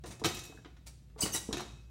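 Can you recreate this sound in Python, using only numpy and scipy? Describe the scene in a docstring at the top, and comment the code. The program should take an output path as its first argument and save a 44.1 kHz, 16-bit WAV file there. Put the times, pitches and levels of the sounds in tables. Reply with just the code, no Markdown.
"""Gymnast on a steel bar

A gymnast swings away from a bar and back to support, in a reverberant gym, over rumbling ventilation.
The steel fittings clank and rattle in their play as the load changes: noise cracks plus ringing, blurred tones.
Her hips land on the rail with dull thuds, made of low damped sines and soft puffs of noise.
Her hands rub round it as grainy noise with a faint ring, and squeak as short gliding tones."""
import sys
import numpy as np
from scipy import signal
from scipy.fft import rfft, irfft, next_fast_len
from scipy.io import wavfile
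from scipy.ndimage import map_coordinates

SR = 44100
rng = np.random.default_rng(int(sys.argv[2]) if len(sys.argv) > 2 else 0)


def generate_wav(sig):
    """Save sig (samples, or channels by samples) to the path in sys.argv[1] as 16-bit PCM at SR."""
    pcm = np.round(np.clip(np.atleast_2d(sig).T, -1, 1) * 32767).astype(np.int16)
    wavfile.write(sys.argv[1], SR, pcm)


N = 83790  # length in samples
T = np.arange(N) / SR  # time in seconds

# Colour of the ventilation's rumble. Each row: frequency in Hz, relative level in dB per Hz.
RUMBLE_COLOUR = [(20, -2), (38, -11), (55, 4), (78, -13.5), (125, -5), (200, -19.5), (400, -30.5),
                 (1000, -44), (4000, -46.5), (15000, -56.5)]
# Ventilation hum. Each row: frequency in Hz, level in dB.
HUM_TONES = [(58.5, -52.5), (115, -71.5)]
# Metal contacts in the fittings. Each row: start in seconds, level in dB, weight of the frame's low ring in dB,
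# treble tilt in dB per octave, brightness limit in Hz.
METAL_CONTACTS = [(0.0376, -52, 4, 2, 10100), (0.0424, -48, -0.5, -7, 3030), (.196, -50, -1, 6, 8900),
                  (0.2384, -31, -25, 1, 6900), (0.2441, -26, -1.5, -1.5, 16000),
                  (0.2496, -29.5, -9, -0.5, 16700), (0.2554, -28, -1, 2.5, 16000),
                  (.263, -40, 1, 14, 15900), (0.286, -38.5, -24, 3.5, 11700), (0.326, -48, -11, 9, 9100),
                  (0.346, -39, -22, 5.5, 16100), (0.37, -41.5, -6.5, 1.5, 12100),
                  (0.39, -39.5, -18, 6.5, 11300), (.437, -45, -20, 4, 15800), (.452, -46, -9, 7.5, 14400),
                  (.647, -47, -8.5, -1, 3060), (0.658, -53, 0, -4, 4980), (0.767, -60.5, -12, -2, 8900),
                  (1.098, -67.5, -5, -3, 5000), (1.5276, -30.5, -6, 2, 9000), (1.536, -41.5, -1, -9, 12000),
                  (1.546, -59, -13, 1, 9100), (1.569, -39, -1, 0.5, 13600), (1.58, -38.5, -13, 1, 8100),
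                  (1.595, -40, -16, -6, 12300), (1.604, -41.5, -6, 1.5, 14000), (1.616, -50, -1, 3, 9000)]
# Colour of a metal crack. Each row: frequency in Hz, relative level in dB per Hz.
CRACK_COLOUR = [(150, -10), (400, -18), (1000, -2), (2000, -3), (3900, -2.5), (4700, -6.5), (6000, -3),
                (9000, -12), (15500, -20)]
# Ringing tones of the steel fittings. Each row: frequency in Hz, relative level in dB,
# time to fall 60 dB in seconds.
STEEL_MODES = [(2256, -29, .3), (2565, -25, .8), (2688, -16, .18), (2953, -25, .2), (3713, -22, .4),
               (3785, -13, .1), (3884, -9, .06), (3954, -9, .05), (4231, -28, .25), (4861, -28, .25),
               (5665, -17, .13), (6153, -26, .22), (7430, -32, .6)]
# Ringing tones of the frame. Each row: frequency in Hz, relative level in dB, time to fall 60 dB in seconds.
FRAME_MODES = [(142.3, -3, 0.08), (247, -6.5, 0.054), (358.2, -1.5, 0.11), (490, -10.5, 0.075),
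               (711.8, -1, 0.085), (1053, -14.5, .07), (1303, -6, 0.07), (1795, -10.5, 0.059)]
# Soft blows of the body on the rail. Each row: start in seconds, relative level in dB, pitch in Hz.
BODY_BLOWS = [(.042, -48.5, 492), (.052, -41.5, 360), (0.073, -47.5, 300), (.085, -41.5, 125),
              (0.103, -46.5, 154), (0.126, -51, 217), (0.2159, -33, 233), (0.227, -50, 420),
              (.2535, -33.5, 760), (.254, -30.5, 333), (.266, -36.5, 97), (0.498, -49, 292),
              (0.523, -51, 670), (.545, -55, 304), (.585, -51, 287), (0.658, -50.5, 313), (1.161, -48, 418),
              (1.222, -35, 280), (1.235, -30.5, 139), (1.256, -35.5, 385), (1.346, -36, 330),
              (1.489, -33.5, 245), (1.508, -40.5, 437), (1.537, -33, 299), (1.603, -38.5, 887),
              (1.613, -38.5, 131)]
# Skin and cloth sliding on the rail. Each row: start in seconds, rise in seconds,
# time to fall 60 dB in seconds, level in dB, treble tilt in dB per octave.
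SLIDES = [(0.057, 0.0047, 0.23, -50, -1.5), (0.103, 0.011, 0.13, -47.5, -3),
          (.862, 0.011, 0.071, -47.5, -0.5), (1.176, 0.019, 0.42, -47.5, -4.5),
          (1.209, 0.021, 0.12, -32, 2.5), (1.251, 0.0083, 0.15, -37, -4.5), (1.328, 0.03, 0.12, -35, 0)]
# Colour of the sliding noise. Each row: frequency in Hz, relative level in dB per Hz.
RUB_COLOUR = [(150, -0.5), (500, -2), (1300, -3.5), (2200, -4.5), (4000, -2.5), (6000, 1), (9500, 0.5),
              (11500, -11), (15500, -10)]
# Stick-slip squeals of the grip. Each row: start in seconds, length in seconds, first pitch in Hz,
# last pitch in Hz, level in dB, overtone level in dB, pitch roughness as a fraction.
GRIP_SQUEALS = [(0.574, 0.0042, 1930, 1700, -53.5, -40, 0.12), (1.2051, 0.01, 8160, 7700, -30.5, -25, 0.01),
                (1.2077, 0.0052, 6570, 6260, -33, -10, 0.029),
                (1.209, 0.032, 5113, 4427, -36.5, -3.5, 0.046),
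                (1.225, 0.019, 2922, 2956, -38.5, -10, 0.021),
                (1.322, 0.012, 6250, 6440, -40.5, -9, 0.0088), (1.330, 0.0258, 2850, 2972, -46, 10, 0.033),
                (1.333, 0.033, 10420, 10370, -43, -28, .016), (1.337, 0.038, 7520, 7660, -42.5, -26, 0.021),
                (1.344, 0.0141, 1994, 1895, -42.5, -17, 0.014), (1.35, 0.036, 3830, 3874, -44.5, -13, 0.01)]
# Fading of the hall's echo. Each row: frequency in Hz, time to fall 60 dB in seconds.
HALL_FADE = [(100, 1), (400, 0.57), (1500, 0.56), (4000, 0.62), (8000, 0.59), (15000, 0.35)]

# Names in _T60 are the seconds a sound takes to fall 60 dB; those in _RATE are knots of a random curve a second.
RUMBLE_DB = -52
CRACK_T60, CRACK_DB = 0.053, -0.5
CHATTER_T60, CHATTER_DB, CHATTER_RATE, CHATTER_GRAIN_DB = 0.49, -20.5, 300, 2.5
CONTACT_S = 0.00039  # time for a contact to build
STEEL_DB, FRAME_DB, MODE_SCATTER_DB = -3, -3, 2
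MODE_BLUR, MODE_BLUR_KNOTS = 0.45, 150  # phase step in radians, knots over one second
THUD_T60, THUD_ATTACK_S, THUD_TONE_DB, THUD_PUFF_DB = 0.041, 0.0011, -3, -5.5
PUFF_REACH = 2.47  # the puff weakens above this many times the thud's pitch
SOFT_HZ = 1590  # flesh passes little above this
RUB_GRAIN_DB, RUB_GRAIN_RATE = 2, 605
RUB_RING_DB, RUB_RING_TILT_DB = -3, 7  # level, treble tilt per octave
OVERTONE_FALL_DB, SLIP_RATE = 4.5, 720  # fall from one overtone to the next, pace of the rough pitch
STUTTER_DB, STUTTER_RATE = 0.5, 270
CLANK_ROOM_DB, THUD_ROOM_DB, RUB_ROOM_DB, SQUEAK_ROOM_DB = -8.5, -9, -7.5, -10  # level of the hall's tail
HALL_BUILD_S = 0.0058
EARLY_T60, EARLY_DB, EARLY_BUILD_S = 0.11, -4, 0.0019
LOW_CUT_HZ, TOP_HZ = 53.4, 15800


def amp(db):
    """Turn decibels into gain."""
    return 10 ** (np.asarray(db) / 20)


def unit(x):
    """Scale to an rms of 1."""
    return x / np.sqrt(np.mean(x ** 2) + 1e-20)


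def along(points, hz):
    """Read a curve between (Hz, value) points, on a log frequency axis."""
    point_hz, value = np.transpose(points)
    return np.interp(np.log(hz + 1), np.log(point_hz + 1), value)


def wobble(rate):
    """Draw a smooth random curve with so many knots a second."""
    return map_coordinates(rng.standard_normal(N), [T * rate], mode="wrap")


def filtered(x, response):
    """Change the strength of each frequency in x by the given response."""
    size = next_fast_len(N + SR // 2)
    hz = np.fft.rfftfreq(size, 1 / SR)
    return irfft(rfft(x, size) * response(hz), size)[:N]


def octaves(hz):
    """Count octaves from the mid treble, the pivot about which colours tilt."""
    return np.log2(np.maximum(hz, 700) / 3500)


def noise(colour, tilt_db=0):
    """Make coloured noise with an rms of 1."""
    def response(hz):
        return amp(along(colour, hz) + tilt_db * octaves(hz))
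    return unit(filtered(rng.standard_normal(N), response))


def decay(t60):
    """Fall by 60 dB in t60 seconds."""
    return np.exp(-np.log(1000) * T / max(t60, 1e-3))


def build(seconds):
    """Rise smoothly from 0 towards 1; larger times rise more slowly."""
    return 1 - np.exp(-T / seconds)


def add(track, s, sound):
    """Mix a sound in from time s."""
    start = max(round(s * SR), 0)
    track[start:] += sound[:N - start]


def ring(modes, tilt_db=0):
    """Ring struck modes with scattered levels; a random phase walk blurs each tone into a narrow band."""
    out = np.zeros(N)
    t = T[:SR].astype(np.float32)  # each ring lasts at most one second
    knots = np.linspace(0, 1, MODE_BLUR_KNOTS)
    for hz, db, t60 in modes:
        gain = amp(db + MODE_SCATTER_DB * rng.normal() + tilt_db * octaves(hz))
        walk = MODE_BLUR * np.cumsum(rng.standard_normal(len(knots)))
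        blur = np.interp(t, knots, walk).astype(np.float32)
        tone = np.sin(2 * np.pi * (float(hz) * t + rng.random()) + blur)
        out[:SR] += gain * tone * np.exp(float(-np.log(1000) / t60) * t)
    return out


def ventilation():
    """Moving air makes a low noisy rumble, with hum tones that waver in level and phase."""
    hum = np.zeros(N)
    for hz, db in HUM_TONES:
        level = np.sqrt(2) * amp(db + 0.53 * wobble(5.3))
        hum += level * np.sin(2 * np.pi * hz * T + 1.2 * wobble(5.94))
    return hum + amp(RUMBLE_DB) * noise(RUMBLE_COLOUR)


def clanks():
    """Each contact cracks, leaves loose parts chattering, and rings the fittings and the frame."""
    out = np.zeros(N)
    grain = unit(amp(CHATTER_GRAIN_DB * wobble(CHATTER_RATE)))
    for s, db, frame_db, tilt_db, limit_hz in METAL_CONTACTS:
        # Rolling back by the start keeps one chatter pattern in step across all contacts.
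        chatter = amp(CHATTER_DB) * decay(CHATTER_T60) * np.roll(grain, -round(s * SR))
        envelope = np.hypot(amp(CRACK_DB) * decay(CRACK_T60), chatter)
        crack = noise(CRACK_COLOUR, tilt_db) * envelope
        steel = amp(STEEL_DB) * ring(STEEL_MODES, tilt_db)
        frame = amp(FRAME_DB + frame_db) * ring(FRAME_MODES)
        blow = (crack + steel + frame) * build(CONTACT_S)
        lowpass = signal.butter(2, min(limit_hz, SR / 2 - 1), fs=SR, output="sos")
        add(out, s, amp(db) * signal.sosfilt(lowpass, blow))
    return out


def thuds():
    """Each soft blow makes a damped low swing and a dull puff, since flesh passes little treble."""
    out = np.zeros(N)
    for s, db, hz in BODY_BLOWS:
        def puff_response(f):
            bass_cut = f / (f + hz / 2)
            reach = 1 + (f / (PUFF_REACH * hz)) ** 3
            softness = 1 + (f / SOFT_HZ) ** 4
            return bass_cut / reach / softness
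        puff = unit(filtered(rng.standard_normal(N), puff_response))
        swing = amp(THUD_TONE_DB) * np.sin(2 * np.pi * hz * T)
        blow = swing + amp(THUD_PUFF_DB) * puff
        add(out, s, 2 * amp(db) * blow * decay(THUD_T60) * build(THUD_ATTACK_S))
    return out


def rubs():
    """Sliding friction swells and dies as grainy noise, and sets the steel ringing."""
    out = np.zeros(N)
    for s, rise, t60, db, tilt_db in SLIDES:
        swell = np.minimum(T / rise, 1)
        fade = np.exp(-np.log(1000) * np.maximum(T - rise, 0) / t60)
        grain = unit(noise(RUB_COLOUR, tilt_db) * amp(RUB_GRAIN_DB * wobble(RUB_GRAIN_RATE)))
        steel = amp(RUB_RING_DB) * ring(STEEL_MODES, RUB_RING_TILT_DB)
        add(out, s, amp(db) * swell * (fade * grain + steel))
    return out


def squeaks():
    """The palms stick and slip in short, unsteady squeals with overtones."""
    out = np.zeros(N)
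    for s, length, first_hz, last_hz, db, overtone_db, rough in GRIP_SQUEALS:
        progress = np.clip(T / length, 0, 1)
        glide = first_hz + (last_hz - first_hz) * progress
        pitch = glide * (1 + rough * wobble(SLIP_RATE))
        phase = 2 * np.pi * np.cumsum(pitch) / SR
        tone = np.sin(phase)
        for k in range(2, 6):
            if k * first_hz < SR / 2:  # leave out overtones too high for the sample rate
                tone += amp(overtone_db - OVERTONE_FALL_DB * (k - 1.5)) * np.sin(k * phase)
        stutter = unit(amp(STUTTER_DB * wobble(STUTTER_RATE)))
        swell = np.sqrt(2 * np.abs(np.sin(np.pi * progress)))
        add(out, s, amp(db) * stutter * swell * tone)
    return out


def gym(x, room_db):
    """Add a flurry from the near wall and the hall's tail, whose highest treble dies first."""
    hz, t, z = signal.stft(rng.standard_normal(SR), SR, nperseg=256)
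    fade = np.exp(-np.log(1000) * t / along(HALL_FADE, hz)[:, None])
    tail = signal.istft(z * fade, SR, nperseg=256)[1][:SR]
    tail = tail * build(HALL_BUILD_S)[:SR]
    early = (rng.standard_normal(N) * decay(EARLY_T60) * build(EARLY_BUILD_S))[:SR]
    answer = amp(room_db) * tail / np.linalg.norm(tail)
    answer = answer + amp(EARLY_DB) * early / np.linalg.norm(early)
    return x + signal.fftconvolve(x, answer)[:N]


def scene():
    """Mix the ventilation with the bar and the gymnast in the hall."""
    bar = gym(clanks(), CLANK_ROOM_DB) + gym(thuds(), THUD_ROOM_DB)
    hands = gym(rubs(), RUB_ROOM_DB) + gym(squeaks(), SQUEAK_ROOM_DB)
    return (ventilation() + bar + hands)[None]


def record(dry):
    """Weaken the deepest bass and keep nothing from the top limit upwards."""
    def response(hz):
        bass_cut = 1 - 1 / (1 + (hz / LOW_CUT_HZ) ** 6)
        return (hz < TOP_HZ) * bass_cut
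    return filtered(dry[0], response)[None]


dry = scene()
out = record(dry)
generate_wav(out)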